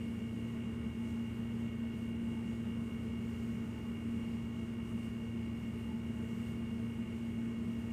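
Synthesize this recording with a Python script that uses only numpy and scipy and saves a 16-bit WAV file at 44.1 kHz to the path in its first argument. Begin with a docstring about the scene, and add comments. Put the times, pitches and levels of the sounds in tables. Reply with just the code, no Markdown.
"""A low hum is heard first, throbbing nearly five times a second: a sealed compressor running in a kitchen.
Its induction motor turns just under mains speed and sounds shaft multiples with side lines at twice the slip.
A faint row of high multiples and a few steady tones join it. Air and casing rumble is noise shaped by
room modes and shell resonances; a narrow ring comes and goes, and a faint hiss lies on top."""
import sys
import numpy as np
from scipy import signal
from scipy.fft import rfft, irfft
from scipy.io import wavfile
from scipy.ndimage import uniform_filter1d

SR = 44100
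rng = np.random.default_rng(int(sys.argv[2]) if len(sys.argv) > 2 else 0)


def convert_level_to_amplitude(level_db):
    """Map a level in decibels to its linear amplitude factor."""
    exponent = np.asarray(level_db, float) / 20
    return 10 ** exponent


def pcm_store(signal):
    """Save signal as 16-bit PCM."""
    levels = np.round(np.clip(np.atleast_2d(signal), -1, 1) * 32767)
    wavfile.write(sys.argv[1], SR, levels.astype(np.int16).T)


N = 349272
TIME = np.arange(N) / SR  # s
HZ = np.fft.rfftfreq(N, 1 / SR)

# Rotation speed of the motor shaft: t/s, f/Hz
SHAFT_SPEED = [(0, 57.646), (2, 57.640), (3, 57.645), (4.5, 57.636), (6, 57.633), (8, 57.637)]


def shaft_turns():
    """Rotation angle, in turns, is the time integral of shaft speed."""
    speed_hz = np.interp(TIME, *np.transpose(SHAFT_SPEED))
    return np.cumsum(speed_hz) / SR


# Shaft harmonics, levels rms: multiple of shaft speed, level/dB, lower side line/dB, upper side line/dB
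SHAFT_MULTIPLES = [(1, -66, -84, -84), (2, -49, -78, -78), (4, -41, -68, -61), (5, -64, -72, -83),
                   (6, -61, -80, -85), (7, -69, -86, -79), (8, -70, -87, -87), (9, -78, -82, -94),
                   (10, -78, -96, -83), (15, -79, -95, -88), (16, -81, -90, -93), (19, -77, -94, -91),
                   (21, -82, -99, -93), (26, -79, -102, -102), (27, -81, -89, -89), (31, -80, -97, -87),
                   (32, -86, -103, -92), (33, -74, -88, -88), (35, -87, -98, -104), (36, -86, -99, -97),
                   (38, -67, -77, -83), (39, -82, -79, -81), (40, -83, -82, -88), (41, -89, -98, -92),
                   (42, -84, -96, -90), (44, -86, -91, -89), (46, -85, -94, -92), (47, -88, -86, -93),
                   (48, -73, -79, -76), (49, -69, -73, -78), (50, -82, -84, -82), (51, -89, -86, -97),
                   (53, -90, -92, -97), (54, -91, -99, -93), (57, -81, -91, -96), (58, -92, -101, -96),
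                   (60, -89, -106, -100), (88, -96, -107, -117), (96, -94, -100, -105),
                   (98, -95, -94, -108), (108, -95, -102, -116), (111, -93, -109, -102)]


def motor():
    """Modulation side lines: magnetic pull speeds and slows the rotor at twice the slip frequency."""
    mains_hz, waver_db, second_db = 60.04, 0.74, -11
    turn = 2 * np.pi * shaft_turns()
    slip = np.exp(1j * (4 * np.pi * mains_hz * TIME - 2 * turn))
    # side lines nearly a quarter cycle off the main line bend its pitch more than its level
    lean = np.exp(2j * np.pi * 0.22)
    up = lean * slip
    down = lean * slip.conj()
    # weaker second side lines follow
    above = up * (1 + convert_level_to_amplitude(second_db) * up)
    below = down * (1 + convert_level_to_amplitude(second_db) * down)
    wavers = [convert_level_to_amplitude(waver_db * walk(5)) for _ in range(8)]
    out = 0
    for k, (multiple, db, low_db, high_db) in enumerate(SHAFT_MULTIPLES):
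        # one piston stroke a turn keeps the multiples roughly in step; the room scatters them
        scatter = 2 * np.pi * 0.45 * rng.random()
        line = np.exp(1j * (multiple * turn + scatter))
        with_sides = line * (convert_level_to_amplitude(db) + convert_level_to_amplitude(low_db) * below + convert_level_to_amplitude(high_db) * above)
        out = out + wavers[k % 8] * with_sides.real
    return np.sqrt(2) * out  # rms to peak


def faint_multiples():
    """Fourier series: high shaft harmonics of uneven strength sum to one waveform repeated every turn."""
    first, last = 61, 150
    first_db, fall_db, scatter_db = -101, 0.3, 4  # rms at the first, fall per multiple, random spread
    multiples = np.arange(first, last + 1)
    uneven_db = scatter_db * rng.standard_normal(len(multiples))
    phases = 2 * np.pi * rng.random(len(multiples))
    sizes = np.sqrt(2) * convert_level_to_amplitude(first_db - fall_db * (multiples - first) + uneven_db)
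    one_turn = np.linspace(0, 1, 8193)
    waveform = sizes @ np.cos(2 * np.pi * np.outer(multiples, one_turn) + phases[:, None])
    return np.interp(shaft_turns() % 1, one_turn, waveform)


# Steady tones, levels rms: f/Hz, level/dB, pitch wander/Hz
STEADY_TONES = [(85, -55, .4), (120, -71, .05), (480.3, -71, .1), (749.7, -87, .1)]


def tones():
    """Superposed sinusoids with slow frequency and level modulation: mains hum and an unsteady fan tone."""
    out = 0
    for hz, db, wander_hz in STEADY_TONES:
        level = np.sqrt(2) * convert_level_to_amplitude(db - 0.5 * walk(2.8))
        cycles = np.cumsum(hz + wander_hz * walk(2)) / SR + rng.random()
        out = out + level * np.sin(2 * np.pi * cycles)
    return out


# Clearest swells of a narrow resonance: t/s, rise of level/dB
RING_SWELLS = [(1.06, 9), (2.36, 12.5), (2.73, 9), (4.26, 6), (4.83, 6), (5.89, 11), (6.64, 10)]


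def ring():
    """Resonance as a narrow bandpass: noise in one peak whose level wavers and now and then swells."""
    centre_hz, width_hz = 870, 60
    level_db, waver_db, swell_s = -77, 3.5, 0.084
    peak = 1 / (1 + (2 * (HZ - centre_hz) / width_hz) ** 2)
    noise = irfft(rfft(rng.standard_normal(N)) * peak, N)
    swelling_db = level_db + waver_db * walk(6) + swells_db(RING_SWELLS, swell_s)
    return noise / noise.std() * convert_level_to_amplitude(swelling_db)


# Broad noise spectrum before resonances and ripple, low and high part: f/Hz, level/dB per Hz
RUMBLE_COLOUR = [(20, -94), (28, -90), (34, -86), (60, -74.5), (90, -69.5), (150, -71.5), (230, -66),
                 (270, -71.5), (450, -81), (540, -89.5), (1000, -93)]
HISS_COLOUR = [(1000, -93), (1300, -95.5), (2100, -97), (2500, -101), (3100, -101), (3500, -107),
               (6000, -112), (6600, -109), (9000, -109), (11000, -119), (12000, -114), (14200, -117),
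               (15000, -125), (15600, -123)]
# Room modes and nulls at the microphone: f/Hz, width/Hz, level/dB
ROOM_MODES = [(61, 3.2, -5), (73.2, 6.9, 9.5), (106.7, 8, 3), (123.3, 12.6, -9), (142, 9.1, 5),
              (164, 15, -1), (189.5, 13, 2.5), (203, 8.4, 3.5), (219, 6.8, 2.5), (226, 5.7, 1),
              (248.5, 6.6, -8), (281, 4.6, -18), (311, 7, -9.5), (350, 6.2, -3.5), (443.5, 11, 6),
              (537, 12, -2.5), (650, 61, 5), (688, 20, -5.5), (755, 36, -9), (713, 12, 2.5), (775, 14, 2.5),
              (904, 18, 2.5), (917, 24, -6), (1044, 37, 2.5)]
# Resonances of the compressor shell: f/Hz, width/Hz, level/dB
SHELL_RESONANCES = [(2200, 100, 4.5), (2820, 134, 7.5), (2980, 45, 6), (5700, 120, 4), (6860, 270, 1.5),
                    (8700, 250, 1), (9850, 120, 1.5), (10450, 140, -1), (12800, 360, 1), (13700, 250, 1)]


def noise_colour_db():
    """Source and filter: a broad spectrum on log frequency plus room, shell and echo responses in dB."""
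    hz, db = np.transpose(RUMBLE_COLOUR + HISS_COLOUR[1:])  # the two tables share a row
    broad_db = np.interp(np.log(HZ + 1), np.log(hz), db)
    return broad_db + bumps_db(ROOM_MODES) + bumps_db(SHELL_RESONANCES) + ripple_db(1.8, 30)


# Brief lifts of the top hiss, full in bands starting above 5 kHz: t/s, rise of level/dB
HISS_LIFTS = [(1.1, 1.5), (1.98, 1.5), (4.1, 1.5), (4.89, 3), (5.05, 1.5), (6.29, 2), (6.49, 3)]


def air():
    """Amplitude-modulated noise: higher bands swell together, flicker and pulse twice a shaft turn."""
    steady_below_hz, full_share_hz = 700, 5000
    flicker_db, lift_s = 0.6, 0.036
    # times sqrt(SR / 2): white noise of 0 dB per Hz
    noise = rfft(rng.standard_normal(N)) * convert_level_to_amplitude(noise_colour_db()) * np.sqrt(SR / 2)
    shared_db = 0.3 * walk(16) + 0.7 * walk(9) + swells_db(HISS_LIFTS, lift_s)
    strokes = 0.02 * np.cos(4 * np.pi * shaft_turns())
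    out = irfft(noise * (HZ < steady_below_hz), N)
    for low in steady_below_hz * 2 ** np.arange(0, 5, 0.5):  # half-octave bands
        inside = (HZ >= low) * (HZ < low * np.sqrt(2))
        band = irfft(noise * inside, N)
        share = min(low / full_share_hz, 1)
        level = convert_level_to_amplitude(share * shared_db + flicker_db * walk(8))
        out = out + band * level * (1 + share * strokes)
    return out


def bumps_db(modes):
    """Modal response: resonance peaks and dips sum in dB over frequency."""
    return sum(db / (1 + (2 * (HZ - hz) / width) ** 2) for hz, width, db in modes)


def ripple_db(depth_db, width_hz):
    """Interference: many wall echoes add up unevenly from one frequency to the next."""
    k = int(width_hz * N / SR)
    uneven = uniform_filter1d(uniform_filter1d(rng.standard_normal(len(HZ)), k), k)
    onset = np.clip(HZ / 1000 - 0.5, 0, 1)  # none below 500 Hz, full from 1500 Hz
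    return depth_db * uneven / uneven.std() * onset


def swells_db(rows, length_s):
    """Gaussian envelopes: smooth rises and falls of one length, summed in dB."""
    return sum(db * np.exp(-((TIME - s) / length_s) ** 2) for s, db in rows)


def walk(rate):
    """Low-pass random modulation: levels held 1 / rate s and slewed twice, spread near 1."""
    k = int(SR / rate)
    held = np.repeat(rng.standard_normal(N // k + 1), k)
    return np.sqrt(2) * uniform_filter1d(uniform_filter1d(held, k), k)[:N]


def scene():
    """Linear superposition of all sources at one microphone."""
    return (motor() + faint_multiples() + tones() + ring() + air())[None]


def top_cut(x):
    """Nothing passes above the cut-off."""
    return signal.sosfilt(signal.butter(12, 15640, fs=SR, output="sos"), x)


def record(dry):
    """Single-channel pickup: the finished mix is taken as it stands at the microphone."""
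    return top_cut(dry)


dry = scene()
out = record(dry)
pcm_store(out)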